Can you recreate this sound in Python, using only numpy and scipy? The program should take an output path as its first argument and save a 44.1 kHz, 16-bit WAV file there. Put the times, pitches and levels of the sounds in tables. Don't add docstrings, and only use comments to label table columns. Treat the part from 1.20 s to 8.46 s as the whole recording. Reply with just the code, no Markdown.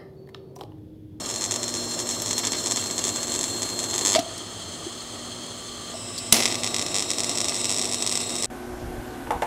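import sys
import numpy as np
from scipy import signal
from scipy.fft import rfft, irfft
from scipy.io import wavfile
from scipy.ndimage import uniform_filter1d

SR = 44100
rng = np.random.default_rng(int(sys.argv[2]) if len(sys.argv) > 2 else 0)


def generate_wav(signal):
    frames = np.transpose(np.atleast_2d(signal))
    scaled = np.clip(frames, -1, 1) * 32767
    pcm = np.round(scaled).astype(np.int16)
    wavfile.write(sys.argv[1], SR, pcm)


def ratio_of_db(decibels):
    return 10 ** (np.asarray(decibels, float) / 20)


N = 320166
t = np.arange(N) / SR

CLOCK_S = 0.01
ARC_OUT_S, SCENE_CHANGE_S = 3.0, 4.738
# start_s, peak_db
BREAK = [
    (2.9404, -8),
    (2.9505, -3),
    (2.9604, -7.5),
    (2.9904, -13.5),
]
# start_s, bang_db, bang_t60_s, spatter_db, spatter_t60_s, spits_per_s
STRIKE = (5.1246, -3, 0.01, -20, 0.71, 8000)
# start_s, peak_db
FAINT = [(0.04, -24.1), (0.5, -24.2), (0.56, -23.9), (0.57, -23.6), (0.66, -24.5), (0.71, -22.8),
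         (0.72, -22.1), (1.44, -24.3), (1.67, -22.8), (1.94, -23.2), (2.02, -21.8), (2.07, -20.1),
         (2.28, -21.3), (2.3, -21.4), (2.49, -19.0), (2.83, -22.7), (5.18, -22), (5.19, -18.1),
         (5.26, -20.7), (5.3, -22.1), (6.1, -20.2), (6.22, -23.6), (6.31, -23.7), (6.37, -22.6),
         (6.39, -20.1), (6.63, -23.3), (6.69, -21.3), (6.78, -22.5), (6.8, -20.1), (6.84, -22.0),
         (6.9, -21.0), (6.93, -23.7), (7.16, -18.8), (7.2, -23.6)]


def rms_one(x):
    return x / np.sqrt(np.mean(x ** 2) + 1e-20)


def in_time(rows):
    s, *columns = np.transpose(rows)
    return [np.interp(t, s, c) for c in columns]


def drift(rate):
    r = np.exp(-80 * np.pi * rate / SR)
    slow = signal.lfilter([1], [1, -2 * r, r * r], rng.standard_normal(N // 40 + 2002))[2000:]
    return np.interp(np.arange(N) / 40, np.arange(len(slow)), rms_one(slow))


def resonance(x, hz, width_hz):
    r = np.exp(-np.pi * width_hz / SR)
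    poles = [1, -2 * r * np.cos(2 * np.pi * hz / SR), r * r]
    return signal.lfilter([(1 - r * r) / 2, 0, (r * r - 1) / 2], poles, x)


def lifted(x, hz, width_hz, db):
    return x + (ratio_of_db(db) - 1) * resonance(x, hz, width_hz)


def coloured(x, spectrum, peaks=(), lift_db=0):
    hz = np.fft.rfftfreq(len(x), 1 / SR) + 1
    at, level = np.transpose(spectrum)
    power = ratio_of_db(np.interp(np.log(hz), np.log(at), level, left=-90)) ** 2
    for centre, width, db in peaks:
        power = power + ratio_of_db(db + lift_db) ** 2 / (1 + (2 * (hz - centre) / width) ** 2) ** 2
    return rms_one(irfft(rfft(x) * np.sqrt(power), len(x)))


def clicks(rows):
    s, db = np.transpose(rows)
    out = np.zeros(N)
    out[np.round(s * SR).astype(int)] = ratio_of_db(db) * (-1) ** np.arange(len(s))
    return out


def ticks_of(rows):
    s, db = np.transpose(rows)
    return np.round(s / CLOCK_S).astype(int), db


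def snaps():
    # start_s, peak_db
    loose_snaps = [
        (5.1664, -15),
        (5.2285, -19),
        (5.2385, -24),
        (5.2557, -6.5),
        (5.2615, -14),
        (5.2775, -17),
    ]
    # start_s, peak_db, thin (0 dull, 1 thin)
    droplets = [(0.0504, -20, 0), (1.0192, -14, 1), (1.1082, -15, 0), (1.1829, -14, 1), (1.1884, -20, 1),
                (1.197, -19, 0), (1.2023, -20, 0), (1.2347, -16, 0), (1.238, -17, 0), (1.243, -13, 0),
                (1.2623, -18, 0), (1.2744, -16, 0), (1.2834, -19, 0), (1.3342, -12, 0), (1.3471, -17, 0),
                (1.3539, -16, 0), (1.5745, -12, 0), (1.6252, -17, 0), (1.7018, -17, 0), (1.7936, -18, 0),
                (1.9873, -20, 0), (2.1473, -19, 0), (2.7339, -16, 0), (5.3028, -17, 0), (6.322, -15, 0),
                (6.6365, -17, 0), (6.8448, -18, 0), (7.2419, -17, 0)]
    # start_s, body_db
    body = [
        (0, -9),
        (2.96, -20),
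        (5.2, 11.5),
        (5.8, 0.5),
        (7.26, -10),
    ]
    # delay_ms, share
    paths_1 = [(0.0, 1.0), (0.2, -0.4), (0.54, 0.35), (0.66, 0.16), (0.93, 0.83), (1.18, 0.44),
               (1.34, -0.3), (1.79, -0.3), (3.7, -0.23), (3.92, 0.15), (4.06, 0.19), (4.9, -0.29),
               (5.31, -0.18), (6.98, -0.19)]
    paths_2 = [(0.0, -0.2), (0.11, 1.0), (0.16, 0.59), (0.27, -0.24), (0.48, 0.69), (0.68, 0.3),
               (0.79, -0.76), (0.95, -0.32), (0.98, 0.7), (1.32, -0.41), (3.2, -0.16), (3.49, -0.19),
               (4.15, 0.24), (4.54, 0.17)]
    # ring_hz, width_hz, soft_top_hz, steep_top_hz
    snap_1 = (7000, 1750, 4900, 15300)
    snap_2 = (6940, 2830, 6650, 11300)
    snap_break = (4130, 3020, 4700, 8200)

    first = snap_heard(paths_1, *snap_1, thump_db=-0.5, tail_db=-26.5, tail_t60=0.079)
    second = snap_heard(paths_2, *snap_2, thump_db=2.0, tail_db=-26.5, tail_t60=0.07)
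    dull = snap_heard(paths_1[:5], *snap_break, thump_db=12.0, tail_db=-25.5, tail_t60=0.14)
    thin = snap_heard(paths_1[:3], 11000, 5000, 15000, 17000, thump_db=-9, tail_db=-17.5, tail_t60=0.05)

    steps = current_steps() + clicks(loose_snaps)
    steps = steps + on_clock(*ticks_of(FAINT), 1) + ratio_of_db(-8.0) * clicks(BREAK)
    clocked = ratio_of_db(2.0) * signal.fftconvolve(steps * (t < SCENE_CHANGE_S), first)[:N]
    clocked += ratio_of_db(-0.13) * signal.fftconvolve(steps * (t > SCENE_CHANGE_S), second)[:N]
    clocked += ratio_of_db(in_time(body)[0]) * resonance(clocked, 2110, 1340)

    torn = signal.fftconvolve(np.abs(steps), np.exp(-t[:800] / 0.0012))[:N] * rng.standard_normal(N)
    clocked += ratio_of_db(-19) * resonance(torn, 6000, 7000)

    dull_rows = BREAK + [(s, db - 0.5) for s, db, is_thin in droplets if not is_thin]
    thin_rows = [(s, db - 7.5) for s, db, is_thin in droplets if is_thin]
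    dull_spits = signal.fftconvolve(clicks(dull_rows), dull)[:N]
    thin_spits = signal.fftconvolve(clicks(thin_rows), thin)[:N]
    return clocked + dull_spits + thin_spits


def current_steps():
    # start_s, peak_db
    nudges = [(.31, -11), (.43, -13), (.48, -15.5), (.54, -15.5), (.71, -21), (.79, -13), (1.18, -10),
              (1.32, -12), (1.46, -11), (1.51, -11.5), (1.56, -11), (1.66, -19), (1.78, -12), (1.84, -11),
              (1.96, -15), (2.03, -13), (2.07, -17), (2.23, -11), (2.42, -11), (2.49, -17), (2.59, -12),
              (2.63, -16), (2.70, -15.5), (2.78, -10), (2.82, -22),
              (5.27, -21), (5.31, -14), (5.34, -12), (5.43, -10.5), (5.46, -11), (5.58, -11.5),
                (5.61, -14.5), (5.90, -9.5), (5.93, -15.5), (6.03, -11.5), (6.17, -11), (6.20, -9.5),
                (6.24, -12), (6.28, -12), (6.44, -10.5), (6.53, -15), (6.61, -11.5), (6.86, -9.5),
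                (6.91, -12.5), (7.00, -14.5), (7.09, -15.5), (7.15, -15)]
    # start_s, peak_db
    held = [(.34, -13), (1.00, -17), (1.11, -12), (1.25, -9), (1.48, -17), (1.69, -15.5), (2.19, -13.5),
            (2.28, -17.5), (5.54, -9.5), (5.66, -14), (6.09, -10.5), (6.13, -16.5), (6.95, -8.5)]
    # start_s, steps, peak_db
    hunts = [(.06, 1, -20), (.09, 3, -18.5), (.14, 3, -19), (.21, 6.1, -16.5), (.66, 1, -24), (.87, 1, -22),
             (.89, 4, -15), (1.06, 4, -17.5), (1.64, 1, -19), (1.87, 4.1, -13), (2.12, 1, -15),
             (2.14, 3, -14.5), (2.74, 3, -13), (2.81, 1, -11), (5.20, 1, -18), (5.22, 3, -13.5),
             (5.74, 6.6, -10.5), (5.82, 1, -10.5), (5.98, 2.8, -14), (6.34, 3, -15), (6.41, 1, -12.5),
             (6.49, 4, -11.5), (6.56, 3.97, -13.5), (6.64, 3.7, -16.5), (6.69, 1, -21), (6.71, 3.97, -12),
             (6.82, 1, -11), (6.89, 1, -9), (7.18, 1, -15), (7.22, 4, -12)]
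    # start_s, change_db
    uneven = [(0.16, 3.5), (0.22, 2.4), (0.23, -3.1), (0.24, 3.9), (0.44, -2.2), (0.79, -2.4),
              (0.89, 2.3), (1.08, 2.0), (1.19, -4.0), (1.25, -2.3), (1.33, -2.5), (1.48, -2.1),
              (1.52, 2.0), (1.54, -4.8), (1.69, -5.5), (1.71, 2.7), (1.9, -3.0), (1.97, -2.6),
              (2.04, -8.1), (2.12, -2.1), (2.23, -4.2), (2.31, -8.4), (2.64, 2.1), (2.7, -3.4),
              (2.75, -2.0), (2.82, -4.1), (2.91, -3.0), (2.92, -2.3), (2.94, 1.9),
              (5.2, 2.5), (5.24, -2.3), (5.25, -3.6), (5.34, -2.6), (5.43, -2.1), (5.46, -2.5),
                (5.47, -2.7), (5.58, -4.7), (5.68, -3.3), (5.77, -2.4), (5.8, -3.2), (5.94, -3.6),
                (5.99, -2.7), (6.0, 4.1), (6.03, -2.5), (6.11, -3.3), (6.28, 2.5), (6.35, -2.4),
                (6.58, 2.7), (6.64, 1.9), (6.65, 2.5), (6.71, -3.0), (6.74, 2.5), (6.86, -2.1),
                (6.89, -3.1), (6.92, 2.9), (7.18, -2.9), (7.25, -3.9)]

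    rows = []
    for table, hold in ((nudges, 1), (held, 2)):
        for s, db in table:
            tick = round(s / CLOCK_S)
            rows += [(tick, db, 1), (tick + hold, db - 1, -1)]
    for s, steps, db in hunts:
        rows += [(round(s / CLOCK_S) + k, db, (-1) ** k) for k in range(round(steps))]
    rows += [(round(2.85 / CLOCK_S) + k, -6.5 - 0.36 * k, 1) for k in range(10)]
    ticks, db, way = np.transpose(rows)
    ticks = ticks.astype(int)

    idle = np.r_[0:297, 520:726]
    spread_db = 0.8 * rng.standard_normal(idle[-1] + 1)
    off_rule_db = np.zeros(idle[-1] + 1)
    landed, by_db = ticks_of(uneven)
    off_rule_db[landed] = by_db
    way = way * ~np.isin(ticks, ticks_of(FAINT)[0])
    stepped = on_clock(ticks, db + spread_db[ticks] + off_rule_db[ticks], way)
    return stepped + on_clock(idle, -32.0, rng.standard_normal(len(idle)))


def on_clock(ticks, db, way):
    # first_run_s, second_run_s
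    clock_lag_s = (.0004, .0041)
    # one_slot_s, two_slots_s
    odd_lag_s = (.0002, .0004)
    ticks = np.asarray(ticks)
    late = np.where(ticks * CLOCK_S < SCENE_CHANGE_S, *clock_lag_s)
    late = late + ticks % 2 * rng.choice(odd_lag_s, ticks.shape)
    out = np.zeros(N)
    out[((ticks * CLOCK_S + late) * SR).round().astype(int)] = -way * ratio_of_db(db)
    return out


def snap_heard(paths, ring_hz, width_hz, soft_hz, steep_hz, thump_db, tail_db, tail_t60):
    after = t[:SR // 4]
    arrivals = np.zeros(len(after))
    for ms, share in paths:
        arrivals[round(ms * SR / 1000)] += share
    swell = np.clip(after / 0.0012, 0, 1)
    arrivals += ratio_of_db(tail_db - 60 * after / tail_t60) * swell * rng.standard_normal(len(after))
    r = np.exp(-np.pi * width_hz / SR)
    ring = signal.lfilter([1, -1], [1, -2 * r * np.cos(2 * np.pi * ring_hz / SR), r * r], arrivals)
    ring = signal.sosfilt(signal.butter(2, soft_hz, fs=SR, output="sos"), ring)
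    thump = resonance(arrivals, 383, 150) + ratio_of_db(-3.5) * resonance(arrivals, 760, 750)
    steep = signal.butter(2, steep_hz, fs=SR, output="sos")
    heard = signal.sosfilt(steep, ring + ratio_of_db(thump_db) * thump)
    return heard / np.abs(heard).max()


def strike():
    # pitch_hz, level_db (per Hz)
    bang_colour = [(59, -32), (100, 0), (307, -4), (1590, -19.5), (2010, -11), (4490, -5.5), (5320, -2.5),
                   (10900, -3), (15600, -18.5)]
    spatter_colour = [(180, -35), (300, 2), (509, -5), (709, -4), (1540, -13), (2040, -7.5), (4670, -5.5),
                      (5330, -2), (15600, -28)]
    s, bang_db, bang_t60, spatter_db, spatter_t60, per_s = STRIKE
    after = np.maximum(t - s, 0)
    glow = ratio_of_db(spatter_db - 60 * after / 0.36)
    burst = ratio_of_db(bang_db - 60 * np.maximum(after - 0.002, 0) / bang_t60)
    bang = (burst + glow) * coloured(rng.standard_normal(N), bang_colour)
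    spits = (rng.random(N) < per_s / SR) * ratio_of_db(2.5 * rng.exponential(1, N)) * rng.choice([-1, 1], N)
    fade = ratio_of_db(spatter_db - 60 * after / spatter_t60 + 1.9 * drift(130))
    return (t > s) * (bang + fade * coloured(spits, spatter_colour))


def knocks():
    # start_s, level_db, ring_hz, t60_s, contact_ms
    contacts = [(2.9565, -9, 643, 0.066, 3), (2.979, -14.5, 677, 0.11, 5), (2.990, -12.5, 295, 0.035, 2),
                (2.966, -25, 2280, .03, 5), (3.024, -23, 650, 0.04, 3.5), (3.06, -31.5, 670, 0.1, 5),
                (3.11, -34.5, 660, 0.14, 7), (3.178, -32, 8660, .03, .4), (3.662, -21.5, 350, 0.059, 5.5),
                (3.803, -30, 4320, 0.035, 3), (4.739, -26.5, 650, 0.084, 4),
                (4.9785, -30, 4600, 0.062, -0.5), (4.9835, -33, 4720, .05, .3), (4.98, -45, 9800, .08, -1),
                (2.952, -25, 4900, 0.054, 2), (5.126, -23, 226, 0.3, 9)]
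    out = np.zeros(N + SR)
    after = t[:SR // 2]
    for s, db, hz, t60, ms in contacts:
        fade = ratio_of_db(-60 * after / t60) * np.clip(after * 1000 / max(ms, 0.1), 0, 1)
        ring = np.sin(2 * np.pi * hz * after)
        ring = ring + 0.3 * np.sin(2 * np.pi * 1.09 * hz * after + 6 * rng.random())
        tick = ratio_of_db(11.5 - 6 * ms) * rng.standard_normal(len(after))
        if 4500 < hz < 5000:
            tick_hz, width_hz = hz, 1500
        else:
            tick_hz, width_hz = np.clip(hz - 2200, 4800, 9000), 5500
        tick = resonance(resonance(tick, tick_hz, width_hz), tick_hz, width_hz)
        out[round(s * SR):][:len(after)] += ratio_of_db(db + 2.0) * fade * (ring + tick)
    return out[:N]


def hiss(arc_on):
    # start_s, level_db
    levels = [
        [(0.0, -33), (2.65, -30.5), (2.95, -30.5), (3.0, -36)],
        [(3.0, -36.5), (3.186, -37.5), (4.738, -37.5)],
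        [(4.738, -36.5), (4.98, -34.5), (5.124, -36)],
        [(5.12, -31), (6.14, -30.5), (7.26, -30)],
    ]
    # pitch_hz, level_db (per Hz)
    colours = [
        [(820, -48), (1400, -11.5), (2540, -15), (3240, -9), (3960, -10), (4290, -1.5), (4700, -6.5),
         (5250, -11.5), (7480, -1.5), (9240, -15), (15600, -30)],
        [(820, -35), (1400, -22), (1900, -8), (2460, -19.5), (3200, -2), (3760, -8), (4340, -3.5), (5640, -20),
         (6360, -3.5), (9620, -12.5), (15600, -55.5)],
        [(820, -53), (1400, -23), (2950, -10.5), (3370, -13), (3730, -7), (5310, -14), (6360, -16), (7860, -1),
         (15600, -56)],
        [(820, -53), (1400, -18.5), (2700, -5), (2920, -8.5), (3760, -1), (4470, -9), (5520, 2), (6300, -9),
         (7630, 1.5), (8790, -6.5), (15600, -33)],
    ]
    # pitch_hz, width_hz, level_db
    humps = [
        [(3310, 490, -10), (4230, 35, 0), (5360, 100, -6), (6390, 120, -6), (7080, 58, -8), (7400, 100, -2),
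         (7690, 34, -3), (8600, 160, -11)],
        [(3290, 250, -2), (4220, 73, 0), (6240, 220, -3), (6930, 200, -6), (7400, 100, -5), (8180, 110, -7),
         (8600, 130, -9), (9570, 73, -11)],
        [(3130, 250, -8), (4110, 91, -7), (4580, 94, -5), (5220, 340, -4), (7940, 170, 1)],
        [(3800, 37, -2), (4220, 130, -5), (5450, 180, -1), (6980, 72, -3), (7350, 40, 0), (7830, 140, 0),
         (8190, 45, -3), (9260, 140, -12)],
    ]
    # lift of the resonances, lift_db; level trim, trim_db
    lifts_db = [4.3, 2, 2.9, 2.5]
    trims_db = [-2.5, -1.5, -0.5, -4]
    # pitch_hz, width_hz
    notches = [(4750, 500), (5720, 400), (4500, 450), (4500, 300)]
    out = np.zeros(N)
    flutter = ratio_of_db((1.0 + 0.91 * arc_on) * drift(24.5))
    for rows, colour, peaks, lift, trim, (hz, width_hz) in zip(levels, colours, humps, lifts_db, trims_db, notches):
        during = (t >= rows[0][0]) & (t < rows[-1][0])
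        air = in_helmet(coloured(rng.standard_normal(N), colour, peaks, lift))
        out += during * ratio_of_db(in_time(rows)[0] + trim) * (air - 0.85 * resonance(air, hz, width_hz))
    return out * flutter


def in_helmet(x):
    after = t[:SR // 8]
    echoes = ratio_of_db(-34 - 60 * after / 0.12) * rng.standard_normal(len(after))
    return rms_one(x + signal.fftconvolve(x, echoes)[:N])


def whistles():
    # start_s, end_s, pitch_hz, width_hz
    cup_tones = [(.2, 2.4, 4229, 14), (.8, 2.96, 7698, 40), (.8, 2.9, 11800, 500), (0, 2.9, 12700, 150),
                 (0, 1.6, 5380, 300), (3, 4.738, 5350, 300), (3, 4.738, 4330, 300), (5.3, 7.26, 3792, 20),
                 (5.3, 7.26, 4220, 120), (5.55, 6.75, 7345, 18), (5.3, 7.26, 7826, 40), (0, .2, 4245, 40),
                 (2.4, 2.96, 4217, 22), (4.738, 5.12, 5400, 500), (4.4, 6.4, 1166, 50),
                 (.5, 2.96, 7402, 40)]
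    tone_db = [-40, -46.5, -57, -63, -44.5, -55, -50, -43, -44.5, -45, -48, -44, -37.5, -49, -52.5, -46]
    out = np.zeros(N)
    for (start, end, hz, width_hz), db in zip(cup_tones, tone_db):
        tone = rms_one(resonance(resonance(rng.standard_normal(N), hz, width_hz), hz, width_hz))
        swell = np.sqrt(uniform_filter1d(tone ** 2, size=200) + 0.15)
        out += (t > start) * (t < end) * ratio_of_db(db) * rms_one(tone / swell ** 0.85)
    return out


def supply():
    # start_s, roar_db, hum_db
    load = [
        [(0.0, -35, -46), (0.43, -36, -43), (2.95, -34, -43)],
        [(3.02, -39.5, -50.5), (4.29, -41, -50), (5.11, -41.5, -48)],
        [(5.2, -34.5, -40), (5.46, -35, -42.5), (7.26, -35.5, -42.5)],
    ]
    # pitch_hz, level_db (per Hz)
    fan_colour = [(76, -34), (130, -7.5), (187, -13), (233, -3), (287, -1), (358, -4.5), (492, -4.5),
                  (1030, -12), (1170, -10.5), (1480, -22), (1800, -20.5), (2340, -30), (3960, -120)]
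    # pitch_hz, width_hz, level_db
    fan_peaks = [(350, 120, -1.5), (675, 57, -3.5), (1168, 150, -11.5)]
    # pitch_hz, level_db
    hum_lines = [(107, -8), (120, -9.5), (240, 2), (360, -1), (600, -5), (1157, -11.5)]
    roar_db, hum_db = in_time(np.concatenate(load))
    roar = coloured(rng.standard_normal(N), fan_colour, fan_peaks)
    roar = ratio_of_db(roar_db - 2.5 + 1.0 * drift(10.0)) * roar
    hum = np.zeros(N)
    for hz, db in hum_lines:
        hum += ratio_of_db(db + 2.1 * drift(1.45)) * np.sin(2 * np.pi * (hz * t + rng.random()))
    return roar + ratio_of_db(uniform_filter1d(hum_db, size=8000) - 0.56) * hum


def whine():
    # start_s, pitch_hz, level_db
    inverter = [
        [(.87, 14620, -62), (1.2, 14270, -64), (1.53, 14260, -63), (1.62, 14420, -60), (1.88, 14180, -64),
         (1.96, 14370, -58), (2.08, 14270, -65), (2.23, 14370, -61), (2.36, 14280, -69), (2.5, 14170, -61),
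         (2.71, 14160, -61)],
        [(5.3, 14140, -60), (5.46, 14140, -59), (5.53, 14300, -61), (5.62, 14220, -63), (5.7, 14330, -67),
         (6.6, 14150, -70), (6.68, 14310, -65), (6.9, 14180, -73), (7.02, 14230, -61), (7.13, 14180, -67),
         (7.26, 14340, -58)],
    ]
    out = np.zeros(N)
    for rows in inverter:
        hz, level_db = in_time(rows)
        hz = hz + 15 * drift(10)
        during = (t > rows[0][0]) * (t < rows[-1][0])
        tone = np.sin(2 * np.pi * np.cumsum(hz) / SR)
        out += during * ratio_of_db(level_db + 2 * drift(6) + 0.6) * tone
    return out


def shop():
    # pitch_hz, level_db (per Hz)
    air_colour = [(500, 0.5), (1200, -2.5), (2400, -9), (6000, -8), (10000, -18.5), (16000, -20.5)]
    rumble_colour = [(21, -45), (35, -26), (48, -7), (70, -11.5), (85, -5.5), (102, 2.5), (122, -1.5),
                     (140, -22), (165, -3), (200, -7), (260, -41), (440, -120)]
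    air = ratio_of_db(-47.5) * coloured(rng.standard_normal(N), air_colour)
    return air + ratio_of_db(-47.0) * coloured(rng.standard_normal(N), rumble_colour)


def bench(x):
    # start_s, lower_band_db, upper_band_db
    creep = [(0, 0, 2.5), (1.4, 1.5, 2), (2.2, -4, 1.7), (2.95, -8, -1.5), (3.1, 1.5, -0.8),
             (5.1, -0.5, -1), (5.6, 0.5, -0.5), (6.4, 1.8, 3), (7.26, -0.5, 3.5)]
    # pitch_hz, width_hz, absent_s, full_s, level_db
    shifting_nulls = [(7880, 350, 1.4, 0.5, -6), (4600, 180, 1.8, .8, -8), (3970, 100, 1.2, 2.7, -8),
                      (6820, 120, 0, 2, -5), (8200, 100, .6, 1.6, -4), (6850, 120, 5.8, 7.8, -9),
                      (7150, 150, 6, 7.1, -7)]
    # pitch_hz, width_hz, level_db
    ripple_1 = [(1490, 57, -11), (2200, 120, 2), (2540, 260, -6.5), (2745, 140, 5), (2890, 100, -7),
                (3680, 500, 2.5), (3800, 130, -5.5), (9500, 200, -2), (9870, 168, 4.5), (10200, 219, 4.5),
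                (10430, 550, -6.5)]
    ripple_2 = [(1290, 130, 5), (2650, 120, 2.5), (3875, 361, -5), (4030, 250, 3.5), (4620, 97, -7),
                (5530, 97, -6), (6750, 328, -4.7), (7330, 111, -6), (7600, 480, 3), (8350, 190, 4.5),
                (8530, 223, -5.3), (9800, 94, -6.0), (10292, 421, -4)]
    ripple_3 = [(686, 160, 3), (1730, 58, -3), (2043, 91, 5), (2420, 200, -4), (2640, 170, 4.5),
                (4350, 69, 3), (5740, 380, -2.5), (5870, 220, 3), (8510, 160, 5.5), (10870, 410, 2.5),
                (11300, 270, -12), (11330, 270, 2.5)]
    # pitch_hz, width_hz, level_db
    nulls = [
        [(8750, 70, -9), (7270, 60, -7)],
        [(5700, 200, -4)],
        [(8850, 250, -6), (4310, 90, -6)],
    ]
    lower_db, upper_db = in_time(creep)
    x = lifted(lifted(x, 5600, 730, lower_db), 8200, 1150, upper_db)
    for hz, width_hz, absent, full, db in shifting_nulls:
        same_run = (t < ARC_OUT_S) if full < ARC_OUT_S else (t > SCENE_CHANGE_S)
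        x = lifted(x, hz, width_hz, same_run * db * np.clip((t - absent) / (full - absent), 0, 1))
    places = [(ripple_1 + nulls[0], t < ARC_OUT_S),
              (ripple_2 + nulls[1], (t >= ARC_OUT_S) & (t < SCENE_CHANGE_S)),
              (ripple_3 + nulls[2], t >= SCENE_CHANGE_S)]
    out = np.zeros(N)
    for ripple, during in places:
        heard = x
        for hz, width_hz, db in ripple:
            heard = lifted(heard, hz, width_hz, db)
        out += during * heard
    return out


def scene():
    arc_on = (t < BREAK[-1][0]) | (t > STRIKE[0])
    arc = snaps() + strike() + hiss(arc_on) + whistles()
    behind = supply() + whine() + shop()
    return (knocks() + bench(arc + behind))[None]


def low_pass(x):
    return signal.sosfilt(signal.butter(12, 15770, fs=SR, output="sos"), x)


def record(dry):
    top = signal.ellip(14, 0.3, 70, 15780, fs=SR, output="sos")
    mix = signal.sosfilt(top, np.clip(dry, -1, 1))
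    return low_pass(mix)


dry = scene()
out = record(dry)
generate_wav(out)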